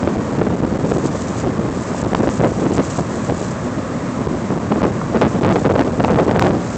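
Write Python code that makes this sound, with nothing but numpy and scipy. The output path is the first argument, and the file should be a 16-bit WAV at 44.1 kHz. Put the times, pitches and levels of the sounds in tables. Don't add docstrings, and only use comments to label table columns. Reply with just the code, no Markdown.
import sys
import numpy as np
from scipy import signal
from scipy.fft import rfft, irfft, next_fast_len
from scipy.io import wavfile
from scipy.ndimage import map_coordinates

SR = 44100
rng = np.random.default_rng(int(sys.argv[2]) if len(sys.argv) > 2 else 0)


def pcm_store(signal):
    levels = np.round(np.clip(np.atleast_2d(signal), -1, 1) * 32767)
    wavfile.write(sys.argv[1], SR, levels.astype(np.int16).T)


N = 298557
TIME = np.arange(N) / SR


def amp(db):
    return 10 ** (np.asarray(db) / 20)


def evened(x):
    return x / np.sqrt(np.mean(x ** 2) + 1e-20)


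def coloured(x, spectrum):
    hz, db = np.transpose(spectrum)
    size = next_fast_len(N)
    bins = np.fft.rfftfreq(size, 1 / SR)
    gain = amp(np.interp(np.log(bins + 1), np.log(hz), db))
    return irfft(rfft(x, size) * gain, size)[:N]


def noise(spectrum):
    return evened(coloured(rng.standard_normal(N), spectrum))


def saturated(x, limit, knee):
    return x / (1 + abs(x / limit) ** knee) ** (1 / knee)


def wander(rate_hz):
    size = next_fast_len(N)
    bins = np.fft.rfftfreq(size, 1 / SR)
    return evened(irfft(rfft(rng.standard_normal(N), size) / (1 + (bins / rate_hz) ** 4))[:N])


def swells(rows, rise=0.44):
    total = np.zeros(N)
    for s, db, length in rows:
        near = slice(*np.searchsorted(TIME, [s - 2 * length, s + 2 * length]))
        t = TIME[near] - s
        side_length = length * np.where(t < 0, rise, 1 - rise)
        total[near] += amp(db) * np.exp(-(t / side_length) ** 2)
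    return total


def road(level_db=-18.0, swell_db=0.22, swell_hz=4):
    # f/Hz, relative level/dB
    road_spectrum = [(30, 1.5), (70, 7), (105, 9.5), (150, 2), (245, 3), (340, -15.5), (430, -12),
                     (530, -5.5), (800, -14.5), (1130, -10), (1400, -17), (1750, -18.5), (3000, -31),
                     (5000, -33), (7300, -29.5)]
    return amp(level_db + swell_db * wander(swell_hz)) * noise(road_spectrum)


def fabric(level_db=1.0, fidget_db=-45.5, grain_db=2.5, grain_hz=150):
    # t/s of the peak, relative level/dB, length/s
    strokes = [(0.93, -30.5, 0.15), (1.06, -27, 0.038), (1.18, -32, 0.14), (1.218, -31.5, 0.011),
               (1.3, -30.5, 0.053), (1.39, -27.5, 0.065), (1.83, -35.5, 0.25), (1.99, -32.5, 0.071),
               (2.15, -35.5, 0.12), (2.33, -33, 0.25), (2.6, -35.5, 0.35), (2.75, -27.5, 0.062),
               (2.85, -29.5, 0.051), (2.91, -25, 0.037), (2.98, -26.5, 0.071), (3.14, -36, 0.15),
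               (3.27, -34, 0.12), (3.42, -31, 0.15), (3.515, -37, 0.028), (3.65, -38.5, 0.045),
               (5.25, -37, 0.22), (5.55, -34, 0.35), (6.13, -35, 0.28), (6.43, -31, 0.11),
               (6.76, -33.5, 0.27)]
    # f/Hz, relative level/dB
    rub_spectrum = [(800, -50.5), (2500, -12), (4000, -12), (5300, -10.5), (6300, -6), (7500, -3.5),
                    (9000, -5.5)]
    movement = (swells(strokes) + amp(fidget_db)) * amp(level_db)
    grains = amp(grain_db * wander(grain_hz)) * noise(rub_spectrum)
    return movement * evened(grains)


def gusts(level_db=-1, draught_db=1, puff_db=2.5, puff_hz=14, flutter_db=2.5, flutter_hz=80):
    # t/s, relative pressure/dB
    draught_points = [(0, -16), (0.3, -15), (0.6, -12), (0.95, -10.5), (1.2, -18), (1.55, -11), (1.85, -18),
                      (2.3, -17), (2.62, -12), (2.9, -19), (3.5, -19.5), (4.0, -20), (4.3, -17.5),
                      (5.05, -18), (5.7, -13), (6.3, -19), (6.77, -14.5)]
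    # t/s of the peak, relative pressure/dB, length/s, eddy pace relative to the draught
    buffets = [(0.042, -5, .02, 1.18), (0.078, -0.5, 0.016, 1.1), (0.171, -3, 0.018, 0.81),
               (.354, -4.5, 0.0065, 1.26), (0.39, -4, .02, 1.01), (0.419, 2, .011, 1.07),
               (.465, -4.5, 0.046, .9), (.525, -3.5, 0.039, 0.87), (0.641, -8, 0.051, 1.05),
               (0.725, -9.5, 0.012, 0.75), (0.849, -8.5, 0.025, 1.01), (0.922, 2, .02, 1.01),
               (0.959, -9.5, .08, 0.96), (1.054, 0, 0.01, 1.05), (1.153, -2, .016, 1),
               (1.469, -8, 0.038, 0.98), (1.6, -9.5, 0.042, 1.11), (1.69, -9, .02, 1.04),
               (2.052, -1.5, 0.034, 0.98), (2.127, -4, .02, 1.3), (2.2, -5.5, 0.039, 0.82),
               (2.237, -1, 0.015, 1.27), (2.276, 0.5, .013, 1.43), (2.403, 4, .013, 1.04),
               (2.447, 6, 0.038, 1.18), (2.662, 1, 0.016, 1.3), (2.719, -5, 0.019, 1.01),
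               (2.794, 3, .024, 1.095), (2.996, 0.5, 0.031, 1.06), (3.304, 2, .028, 1.006),
               (3.666, -10.5, .04, 0.88), (3.783, -8.5, .018, 0.72), (4.216, -8, 0.021, 0.97),
               (4.272, -7, .018, .85), (4.36, -11, 0.0183, 0.84), (4.506, -6, 0.0084, 1.07),
               (4.525, -8.5, 0.018, 0.97), (4.57, -7.5, .02, 0.92), (4.719, 2.5, .022, 1.15),
               (4.776, -4.5, .025, 0.93), (4.82, 1, 0.008, 1.43), (4.844, 4, 0.037, 1.44),
               (4.912, -6, .02, 0.99), (5.162, 2, 0.031, 1.57), (5.352, -4, .018, 1.004),
               (5.41, -7, .02, 1), (5.223, 6.5, 0.02, 1.4), (5.262, 1.5, 0.027, 1.17),
               (5.457, 3, 0.023, 1.42), (5.503, 1, .045, 1.2), (5.566, 4.5, .028, 1.19),
               (5.665, 6, 0.021, 1.2), (5.704, 3, 0.033, 1.28), (5.758, 5, .013, 1.31),
               (5.787, 3.5, 0.03, 1.26), (5.847, -3, .012, 0.99), (5.877, -2, 0.019, 1.02),
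               (6.006, 3.5, 0.021, 1.3), (6.047, 6.5, .022, 1.31), (6.115, 4, 0.043, 1.265),
               (6.192, 5, .018, 1.53), (6.22, 3, .022, 1.37), (6.265, -5, .03, 1.254),
               (6.289, 3, 0.014, 1.325), (6.318, 1, 0.019, 1.18), (6.36, 0.5, 0.023, 1.385),
               (6.431, 4, .04, 1.3), (6.472, 4.5, 0.027, 1.31), (6.506, -1.5, 0.016, 1.12),
               (6.557, -3, 0.042, 1.01)]
    draught_level = np.interp(TIME, *np.transpose(draught_points))
    draught = amp(draught_level + draught_db + puff_db * wander(puff_hz))
    strength = draught + swells([row[:3] for row in buffets])
    paced_buffets = [(s, db + 20 * np.log10(speed), length) for s, db, length, speed in buffets]
    pace = (draught + swells(paced_buffets)) / strength
    fluttering = strength * amp(level_db + flutter_db * wander(flutter_hz))
    return saturated(fluttering, 1.9, 2), pace


def wind(strength, pace, hurry=0.08, lurch_hz=45, lurch_db=1.6254):
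    # f/Hz, relative level/dB
    turbulence = [(10, 3), (35, -0.5), (100, -1), (200, -4.5), (400, -11), (800, -24), (1600, -41.5),
                  (3200, -48), (7000, -56), (9500, -69.5)]
    eddy_size = amp(lurch_db * np.tanh(strength) * wander(lurch_hz))
    speed = pace * (2 * strength) ** hurry / eddy_size
    travel = np.cumsum(speed) % (N - 1)
    passing = map_coordinates(noise(turbulence), [travel], order=3, mode="nearest")
    return strength * eddy_size ** 2 * passing


def flapping(level_db=-6.0, flap_hz=92, uneven_db=4.5, uneven_hz=170, lead=0.0014, ragged=0.28):
    # t/s of the first flip, length/s, relative pressure/dB
    runs = [(2.159, 0.003, 0), (2.204, 0.015, 8), (2.3967, 0.022, 10.5), (2.776, 0.01603, 9.5),
            (4.76, .002, 13), (4.808, 0.01, 2), (5.2315, .03, 10.5), (5.4332, 0.025, 13.5),
            (5.472, .022, 9.5), (5.504, .025, 11.5), (5.647, 0.011, 13.5), (5.73, .025, 2),
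            (5.805, 0.01836, 12.5), (6, 0.00693, 13), (6.0405, 0.007, 14.5), (6.082, 0.02019, 11),
            (6.148, .03, 7), (6.2957, 0.0072, 11), (6.331, .016, 5), (6.374, 0.024, 11.5),
            (6.414, 0.01776, 14.5), (6.446, 0.038, 8.5)]
    # f/Hz, relative level/dB
    shred_spectrum = [(100, -9), (350, -1.5), (700, -9), (1400, -21.5), (3000, -38), (9000, -78.5)]
    turns = np.cumsum(flap_hz * amp(uneven_db * wander(uneven_hz))) / SR
    shreds = ragged * noise(shred_spectrum)
    pressure = np.zeros(N)
    for (s, length, db), side in zip(runs, rng.choice([-1, 1], len(runs))):
        near = (TIME > s - 4 * lead) & (TIME < s + length + 4 * lead)
        t = TIME[near]
        outside = np.maximum(s - t, 0) + np.maximum(t - s - length, 0)
        held_t = np.clip(t, s - lead / 2, s + length)
        swing = np.interp(held_t, t, turns[near]) - np.interp(s, t, turns[near])
        grip = np.exp(-2 * outside / lead)
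        pressure[near] += side * amp(db + level_db) * grip * (np.sin(2 * np.pi * swing) + shreds[near])
    return pressure


def eddies(strength, per_s=45, threshold=1.1, level_db=-0.5, spread_db=3.0, hz=416, octaves=0.4, life=0.001):
    times = TIME[(rng.random(N) < per_s / SR) & (strength > threshold)]
    chance = rng.standard_normal((len(times), 2))
    return [(s, level_db + spread_db * a, hz * 2 ** (octaves * b), life)
            for s, (a, b) in zip(times, chance)]


def snapped(air, snaps, reach=0.002, slowing=0.16):
    pressure = air.copy()
    for s, db, hz, life in snaps:
        near = abs(TIME - s) < 4 * reach
        t = TIME[near] - s
        turns = hz * t * (1 - slowing * t / life)
        pressure[near] *= 1 - np.exp(-(t / reach) ** 4)
        pressure[near] += amp(db) * np.sin(2 * np.pi * turns) * np.exp(-(t / life) ** 2)
    return pressure


def popped(air, flip=0.00055):
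    # t/s of the flip, pressure/dB, pinned before/s, pinned after/s
    pops = [(0.0318, 8, .002, 0.00315), (0.3828, 0.5, .002, .002), (2.0303, 5, .002, 0.0066),
            (2.0686, 2, .002, .004), (2.147, 6, .007, 0.0076), (2.2907, 14, .004, 0.0039),
            (2.398, 7, .002, .003), (2.405, 9.5, .001, 0.0029), (2.7814, 17, .004, .004),
            (2.7981, 11, .002, 0.00109), (4.7183, 8, .002, 0.00216), (4.8305, 9, .003, .001),
            (4.838, 10, .002, 0.0027), (5.1636, 7.5, .002, .002), (5.2435, 10, .002, 0.0037),
            (5.2499, 11, .003, 0.0018), (5.2665, 9, .002, .002), (5.4331, 13, .003, .002),
            (5.437, 13, .002, .003), (5.461, 10, .001, 0.0018), (5.4758, 10, .002, .002),
            (5.4916, 13, .002, .002), (5.5044, 9, .002, 0.0022), (5.5171, 10, .002, .002),
            (5.5243, 11, .003, 0.0018), (5.6684, 10, .002, 0.0017), (5.7547, 11, .003, 0.0017),
            (5.9992, 10, .002, .002), (6.0398, 12, .003, .002), (6.1118, 10, .002, 0.0022),
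            (6.145, 11, .002, .002), (6.1602, 12, .0015, .002), (6.3902, 9, .002, .003),
            (6.4175, 12, .003, .003), (6.4467, 13, .002, .003), (6.4736, 10, .002, 0.0034),
            (6.5078, 10.5, .002, 0.001859)]
    pressure = air.copy()
    for s, db, before, after in pops:
        near = (TIME > s - 2 * before) & (TIME < s + 2 * after)
        t = TIME[near] - s
        grip = np.exp(-(t / np.where(t < 0, before, after)) ** 4)
        side = -np.sign(np.interp(s - before, TIME, pressure))
        pinned = side * amp(db) * np.tanh(t / flip)
        pressure[near] += grip * (pinned - pressure[near])
    return pressure


def spits(hz=12000, length=0.00006):
    # t/s, level/dB
    clicks = [(6.3956, -21), (6.4242, -34)]
    total = np.zeros(N)
    for s, db in clicks:
        t = TIME - s
        total += amp(db) * np.exp(-(t / length) ** 2) * np.cos(2 * np.pi * hz * t)
    return total


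def scene():
    # t/s, pressure/dB, shaking f/Hz mid-snap, life/s
    cracks_and_knock = [(0.0757, 6, 440, 0.0015), (.417, 1, 470, 0.002), (.541, -11, 590, 0.00074),
                        (0.9201, 4, 430, 0.002), (1.0574, -2.5, 380.4, .003), (1.9474, -9.5, 694, 0.0012),
                        (2.1336, 1.5, 600, 0.00095), (2.1499, 9.5, 950, 0.00073),
                        (2.2739, 4.5, 454, 0.0011), (2.438, 3, 510.1, 0.0013), (2.4465, 6, 521, .0014),
                        (2.4614, -1, 476, 0.0014), (3.299, 5, 451.1, 0.0008), (4.7226, 0.5, 881.2, 0.00083),
                        (4.8438, -1.5, 892, 0.00069), (5.017, -15.5, 1097, 0.0031),
                        (5.2153, 7, 890, 0.00051), (5.2214, 9.5, 522, 0.0018), (5.4482, 6, 698.3, 0.00057),
                        (5.559, 11.5, 407, 0.0013), (5.5633, 4, 590.7, 0.00092), (5.6614, 7, 466.6, 0.0013),
                        (5.7943, 8, 602, 0.0012), (5.812, 12.5, 400.2, 0.00077), (6.0055, 3.5, 551, .0014),
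                        (6.0481, 6, 790, .0013), (6.0822, -1, 744, 0.00081), (6.1899, 4, 599, .0012),
                        (6.1995, 8.5, 450.8, .0011), (6.3126, 7.5, 594.5, 0.00079),
                        (6.3625, 3.5, 599.3, .0012), (6.3955, 12, 1460, .00035),
                        (6.4243, 13, 801.7, 0.00097), (6.469, 10.5, 550, 0.00073)]
    strength, pace = gusts()
    air = snapped(wind(strength, pace) + flapping(), eddies(strength))
    air = snapped(popped(air), cracks_and_knock)
    return (road() + fabric() + air)[None]


def record(dry, limit=0.49, knee=2.74, hiss_db=-52, low_cut_hz=170, damping=1.85,
           ceiling=0.71, hardness=11, edge_hz=15827):
    # f/Hz, gain/dB
    treble = [(20, 2.5), (7400, -1.5), (7900, -5.5), (8300, -12), (8700, -24), (9000, -40.5), (9400, -80)]
    # f/Hz, gain/dB
    fizz = [(8800, 0), (10000, -13), (16000, -11)]
    held = saturated(dry[0], limit, knee) + amp(hiss_db) * rng.standard_normal(N)
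    corner = 2 * np.pi * low_cut_hz
    low_cut = signal.bilinear([1, 0, 0], [1, damping * corner, corner ** 2], SR)
    thumps = signal.lfilter(*low_cut, held)
    clipped = saturated(coloured(thumps, treble), ceiling, hardness)
    out = coloured(clipped, fizz) + spits()
    band_limit = signal.firwin(511, edge_hz, window=("kaiser", 9), fs=SR)
    return signal.oaconvolve(out, band_limit, "same")[None]


dry = scene()
out = record(dry)
pcm_store(out)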